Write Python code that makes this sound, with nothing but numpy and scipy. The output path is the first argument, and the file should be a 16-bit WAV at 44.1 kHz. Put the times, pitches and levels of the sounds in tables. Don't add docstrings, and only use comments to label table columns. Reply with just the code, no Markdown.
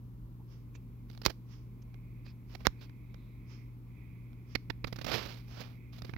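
import sys
import numpy as np
from scipy import signal
from scipy.fft import rfft, irfft, next_fast_len
from scipy.io import wavfile
from scipy.ndimage import uniform_filter1d

SR = 44100
rng = np.random.default_rng(int(sys.argv[2]) if len(sys.argv) > 2 else 0)


def generate_wav(signal):
    frames = np.transpose(np.atleast_2d(signal))
    scaled = np.clip(frames, -1, 1) * 32767
    pcm = np.round(scaled).astype(np.int16)
    wavfile.write(sys.argv[1], SR, pcm)


N = 272097
TIME = np.arange(N) / SR


def undb(db):
    return 10 ** (np.asarray(db) / 20)


def unit(x):
    return x / np.sqrt(np.mean(x ** 2) + 1e-30)


def add(track, at_s, sound):
    start = max(int(at_s * SR), 0)
    part = sound[:max(N - start, 0)]
    track[start:start + len(part)] += part


def band(x, low_hz, high_hz):
    return signal.sosfilt(signal.butter(3, [low_hz, high_hz], "band", fs=SR, output="sos"), x)


def colour(x, points):
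    size = 2 * next_fast_len(len(x) // 2 + 1024)
    hz, db = np.transpose(points)
    freq = np.maximum(np.arange(size // 2 + 1) * SR / size, 1)
    gain = undb(np.interp(np.log(freq), np.log(hz), db))
    cepstrum = irfft(np.log(gain))
    cepstrum[1:size // 2] *= 2
    cepstrum[size // 2 + 1:] = 0
    return irfft(rfft(x, size) * np.exp(rfft(cepstrum)), size)[:len(x)]


def drift(turns_per_s):
    knots = rng.standard_normal(int(N / SR * turns_per_s) + 2)
    return np.interp(TIME * turns_per_s, np.arange(len(knots)), knots)


def grains(size, spread_db):
    return unit(rng.standard_normal(size) * undb(spread_db * rng.standard_normal(size)))


def ring(tones):
    t = TIME[:SR // 6]
    sound = sum(undb(db - 60 * t / ring_s) * np.sin(2 * np.pi * hz * t) for hz, db, ring_s in tones)
    return sound / np.abs(sound).max()


# f/Hz, level/dB
ROOM_TONE = [(20, -27), (33, -18), (47, 1), (65, -8.5), (90, -12.5), (180, -13), (280, -17.5), (420, -27),
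             (680, -36.5), (1050, -32), (1600, -45), (4000, -50.5), (9000, -57.5), (13500, -46),
             (16000, -49)]

def room(db=-52, split_hz=500, rumble_hz=110, waver_db=1.5):
    shared = band(rng.standard_normal(N), 15, split_hz)
    swell = undb(waver_db * drift(4))
    bass_filter = signal.butter(2, rumble_hz, fs=SR, output="sos")
    sides = []
    for own in rng.standard_normal((2, N)):
        noise = shared + 0.31 * own + 0.54 * band(own, split_hz, 19000)
        air = undb(db) * unit(colour(noise, ROOM_TONE))
        rumble = signal.sosfiltfilt(bass_filter, air)
        sides.append(air + (swell - 1) * rumble)
    return np.array(sides)


# f/Hz, level/dB
HUM_TONES = [(59.9, -70), (119.9, -49), (179.6, -63), (239.6, -65), (294, -72)]

def hum(waver_db=1, right_lag_s=.0006):
    out = np.zeros((2, N))
    for hz, db in HUM_TONES:
        phase = 2 * np.pi * hz * (TIME - np.array([[0], [right_lag_s]])) + 0.098 * drift(2.4)
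        out += np.sqrt(2) * undb(db + waver_db * drift(4.5)) * np.sin(phase)
    return out * undb([[.25], [-.25]])


def hiss(hz=2300, width_hz=560, full_db=-69, full_at_s=3, growth_db_per_s=7.5, waver_db=3.75):
    noise = rng.standard_normal(N)
    core = unit(band(noise, hz - width_hz / 2, hz + width_hz / 2))
    edges = undb(-12) * unit(band(noise, hz - width_hz, hz + 2 * width_hz))
    db = full_db - growth_db_per_s * np.maximum(full_at_s - TIME, 0)
    return unit(core + edges) * undb(db + waver_db * drift(5)) * undb([[-15], [0]])


# t/s, half length/s, level/dB, f/Hz
FAR_PIP = (.408, .012, -66, 900)

def pip():
    at_s, half_s, db, hz = FAR_PIP
    swell = np.exp(-((TIME - at_s) / half_s) ** 2)
    return undb(db) * swell * unit(band(rng.standard_normal(N), 0.87 * hz, 1.15 * hz))


# f/Hz, level/dB
SWISH_TONE = [(400, -26), (1000, 7), (1600, 1), (3000, 3), (4000, -3), (5300, 7), (6800, -6.5),
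              (8500, -36.5), (16000, -36.5)]

def swishes(first_s=.535, every_s=.999, rise_s=0.031, fade_s=0.05, tock_db=4, growth_db_per_s=0.75):
    swell = np.zeros(N)
    for count, at_s in enumerate(np.arange(first_s, N / SR, every_s)):
        db = -65 + tock_db * (count % 2) + growth_db_per_s * at_s
        before, after = np.minimum(TIME - at_s, 0), np.maximum(TIME - at_s, 0)
        swell += undb(db) * np.exp(-(before / rise_s) ** 2 / 2 - after / fade_s)
    noise = np.array([unit(colour(side, SWISH_TONE)) for side in rng.standard_normal((2, N))])
    return swell * noise * undb([[-10], [0]])


# t/s, half length/s, level/dB, f/Hz
LIGHT_TOUCHES = [(0.757, 0.0091, -61, 6400), (0.761, 0.017, -63, 2470), (1.825, 0.0056, -65, 5840),
                 (2.263, 0.01, -60, 4540), (2.277, 0.024, -61, 2480), (2.292, 0.024, -62.5, 4760),
                 (2.828, 0.038, -65, 4160), (3.22, 0.13, -74.5, 3690)]

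def brushes(broad_db=-3, left_db=-10):
    out = np.zeros(N)
    for at_s, half_s, db, hz in LIGHT_TOUCHES:
        noise = rng.standard_normal(N)
        focused = unit(band(noise, 0.9 * hz, 1.1 * hz))
        broad = undb(broad_db) * unit(band(noise, 930, 4600))
        out += undb(db) * unit(focused + broad) * np.exp(-((TIME - at_s) / half_s) ** 2)
    return out * undb([[left_db], [0]])


def press(start_s, peak_s, end_s, swell_db_per_s=135.5, fade_db_per_s=160, touch_s=0.0039, lift_s=.015):
    db = -swell_db_per_s * np.maximum(peak_s - TIME, 0) - fade_db_per_s * np.maximum(TIME - peak_s, 0)
    landing = np.clip((TIME - start_s) / touch_s, 0, 1)
    lifting = np.exp(-np.maximum(TIME - end_s, 0) / lift_s)
    return undb(db) * landing * lifting


# f/Hz, level/dB
SLIDE_TONE = [(150, -4), (300, 3.5), (550, 2.5), (900, -0.5), (1300, -2), (1900, -4), (2400, -2.5),
              (3000, -3.5), (3800, -5), (5000, -4.5), (6200, -15.5), (7400, -25), (8400, -35.5),
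              (13000, -13.5), (16000, -29.5)]
# landing t/s, peak t/s, lifting t/s, treble level/dB, lows against treble/dB
FINGER_SLIDES = [(1.084, 1.143, 1.43, -65.5, -4), (1.232, 1.265, 1.315, -53, 2.5),
                 (2.494, 2.54, 2.55, -62.5, 4.5), (2.59, 2.616, 2.7, -65, 4.5),
                 (2.808, 2.832, 2.845, -54.5, 0.5), (4.85, 4.88, 6.7, -64.5, 2.5),
                 (4.93, 5.047, 5.03, -58.5, 3.5), (5.061, 5.144, 5.4, -32.5, 3),
                 (5.214, 5.319, 5.48, -50.5, 0), (5.477, 5.607, 5.78, -49.5, 4),
                 (5.923, 5.95, 5.99, -57, 0), (5.994, 6.084, 6.46, -62, 3.5)]

def slides(patchy_db=2, rumble_db=-6, sheen_db=-32, sheen_growth=0.58):
    force = grains(N, spread_db=3) * undb(patchy_db * drift(260))
    rubbing = colour(force, SLIDE_TONE)
    low, high = unit(band(rubbing, 180, 2600)), unit(band(rubbing, 2830, 15000))
    rumble, sheen = unit(band(force, 50, 260)), unit(band(force, 11000, 15500))
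    out = np.zeros(N)
    for start_s, peak_s, end_s, db, low_db in FINGER_SLIDES:
        level = undb(db) * press(start_s, peak_s, end_s)
        out += level * (high + undb(low_db) * (low + undb(rumble_db) * rumble))
        out += undb(sheen_db) * level ** sheen_growth * sheen
    return out


# f/Hz, level/dB, ring time/s
ROCKING_TONES = [(72, -14.5, 0.085), (138, 5, 0.023), (230, -4.5, .016)]

def nudge(at_s, slip_db, firm_from_s=4.4, firm_db=9.5):
    db = -21.5 + .45 * slip_db + firm_db * (at_s > firm_from_s)
    return -undb(db) * ring(ROCKING_TONES)


def grip(length_s, rise, tail):
    progress = TIME[:SR // 14] / length_s
    return np.minimum(progress / rise, 1) * np.exp(-np.maximum(progress - .7, 0) / tail)


# f/Hz, level/dB
BODY_TONE = [(60, -12.5), (170, 4.5), (300, 7), (550, 5.5), (950, -1), (1300, 0), (1700, -2.5),
             (2300, -1.5), (3000, -7), (3900, -4), (5100, -4.5), (6600, -16), (8600, -34), (10500, -24.5),
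             (13000, -20.5), (16000, -20)]

def contact(force, length_s, db, bright_db):
    carried = colour(force, BODY_TONE)
    low, high = unit(band(carried, 220, 2800)), unit(band(carried, 2800, 18000))
    return (low + undb(bright_db) * high) * undb(db) * np.sqrt(length_s * SR / len(carried))


# t/s, length/s, level/dB, brightness/dB
SKIN_SLIPS = [(0.752, 0.0053, -52.5, -7.5), (1.099, 0.0053, -50.5, -3.5), (1.112, 0.0047, -62, 3),
              (1.131, 0.0031, -60, -1), (1.149, 0.0044, -55, -4), (1.176, 0.0031, -48, -1.5),
              (1.216, 0.0065, -45.5, -1), (1.251, 0.0062, -34, 7), (1.261, .009, -29.5, 1.5),
              (1.281, .0041, -37, -21), (1.297, .011, -38.5, -4), (1.941, .0057, -56, -5.5),
              (2.264, 0.0063, -54, -8.5), (2.55, 0.0061, -40, -3.5), (2.604, .01, -51, -10.5),
              (2.649, 0.022, -36.5, -7.5), (2.653, 0.0094, -35, -14), (2.895, 0.0046, -54.5, -9),
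              (3.143, 0.0042, -49.5, -6.5), (4.331, 0.0027, -58.5, -7), (4.87, 0.014, -44, -3),
              (4.926, .0061, -36, -6.5), (4.959, 0.0091, -47, 0.5), (4.986, 0.0086, -41.5, -6.5),
              (5.012, 0.011, -41.5, -2), (5.044, 0.0093, -37, -2), (5.064, 0.0085, -34, -4.5),
              (5.257, 0.011, -42, -5), (5.604, 0.013, -49, 3), (5.982, .013, -53, -1),
              (6.02, 0.0038, -42.5, -1), (6.046, 0.0092, -45, -4)]

def slips(lead_s=.0007):
    out = np.zeros(N)
    for at_s, length_s, db, bright_db in SKIN_SLIPS:
        pressure = grip(length_s, rise=0.22, tail=0.39)
        force = pressure * grains(len(pressure), spread_db=4)
        add(out, at_s - lead_s, contact(force, length_s, db, bright_db))
        add(out, at_s, nudge(at_s, db))
    return out


# f/Hz, level/dB
TIGHT_SKIN_TONE = [(280, 6), (600, 1), (1300, 7.5), (2500, 2), (3800, -2), (6000, -7)]
# t/s, length/s, level/dB, brightness/dB, release rate/Hz
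SKIN_CREAKS = [(4.55, 0.012, -28.5, 0.5, 2229), (4.699, 0.01, -31.5, -6, 1806),
               (4.842, 0.0081, -31, -6.5, 2205), (6.093, 0.006, -42, -9, 1785),
               (6.136, 0.00399, -39, -10.5, 2340), (6.163, 0.0048, -41, -14, 2230)]

def creaks(jitter=0.24, roughness=0.6, echo_gain=0.18, echo_s=0.0046):
    out = np.zeros(N)
    for at_s, length_s, db, bright_db, rate_hz in SKIN_CREAKS:
        pressure = grip(length_s, rise=0.23, tail=0.03)
        wander = unit(uniform_filter1d(rng.standard_normal(len(pressure)), size=20))
        cycles = np.cumsum(rate_hz * np.exp(jitter * wander)) / SR
        releases = np.diff(np.floor(cycles), prepend=-1)
        force = unit(releases - releases.mean()) + roughness * grains(len(pressure), spread_db=5.2)
        creak = contact(colour(pressure * force, TIGHT_SKIN_TONE), length_s, db, bright_db)
        add(out, at_s, creak)
        add(out, at_s + echo_s, echo_gain * band(creak, 810, 7500))
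        add(out, at_s, undb(2) * nudge(at_s, db))
    return out


# f/Hz, level/dB, ring time/s
CASE_TONES = [(249.2, -21.5, 0.0057), (518.4, -9, 0.012), (710, -11, 0.0097), (974, -1.5, 0.0066),
              (1420, -8, .005), (2090, -13, 0.0059), (3924, -3, 0.003), (3000, -13.5, .003),
              (4260, -42.5, 0.049), (5380, -9, 0.0046), (6500, -15, .002), (12800, -12, .0016)]
# f/Hz, level/dB
SNAP_TONE = [(7200, -0.5), (8500, -18), (11500, -4), (13500, -1)]
# t/s, level/dB, brightness/dB, thud level/dB, pitch factor of the high tones
CASE_SNAPS = [(1.2624, -1, 5.5, -19, 1.1), (2.6693, 1.5, 2, -17, 0.993)]

def snaps(crack_db=-21, crack_s=0.0019, split_hz=2000, low_lag_s=0.00022, thud_lag_s=0.0014):
    out = np.zeros(N)
    thud = ring(ROCKING_TONES) + undb(-8) * ring([(70, 0, .055)])
    low = ring([tone for tone in CASE_TONES if tone[0] < split_hz])
    t = TIME[:len(thud)]
    for at_s, db, bright_db, thud_db, pitch in CASE_SNAPS:
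        high = ring([(hz * pitch, level, ring_s) for hz, level, ring_s in CASE_TONES if hz >= split_hz])
        noise = unit(colour(grains(len(t), spread_db=1.8), BODY_TONE))
        crack = undb(crack_db) * noise * np.exp(-t / crack_s)
        add(out, at_s, undb(db + bright_db) * (crack - 0.65 * high))
        add(out, at_s + low_lag_s, 0.55 * undb(db) * low)
        add(out, at_s + thud_lag_s, -undb(thud_db) * thud)
    return colour(out, SNAP_TONE)


def to_microphones(sound, air_db, room_db, ring_s=0.3, smear_s=.0007):
    t = TIME[:SR // 2]
    thin = band(sound, 900, 7500)
    tails = rng.standard_normal((2, len(t))) * undb(-60 * t / ring_s) * np.minimum(t / .006, 1)
    echoes = np.array([signal.fftconvolve(thin, tail / np.linalg.norm(tail))[:N] for tail in tails])
    paths = rng.standard_normal(len(t)) * np.exp(-t / smear_s)
    smeared = 0.29 * sound + .7 * signal.fftconvolve(sound, paths / np.linalg.norm(paths))[:N]
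    left = undb(air_db) * band(smeared, 800, 15000)
    return np.array([left, sound]) + undb(room_db) * echoes * undb([[-1], [5]])


def scene():
    rubbing = to_microphones(slips() + creaks() + slides(), air_db=-20, room_db=-35)
    snapping = to_microphones(snaps(), air_db=-20.5, room_db=-41)
    return rubbing + snapping + brushes() + swishes() + pip() + hum() + room() + hiss()


def record(dry, bottom_hz=37, top_hz=15850, limit=.85):
    lean = signal.sosfilt(signal.butter(5, bottom_hz, "high", fs=SR, output="sos"), dry)
    clipped = np.clip(lean, -limit, limit)
    return signal.sosfilt(signal.ellip(10, .2, 90, top_hz, fs=SR, output="sos"), clipped)


dry = scene()
out = record(dry)
generate_wav(out)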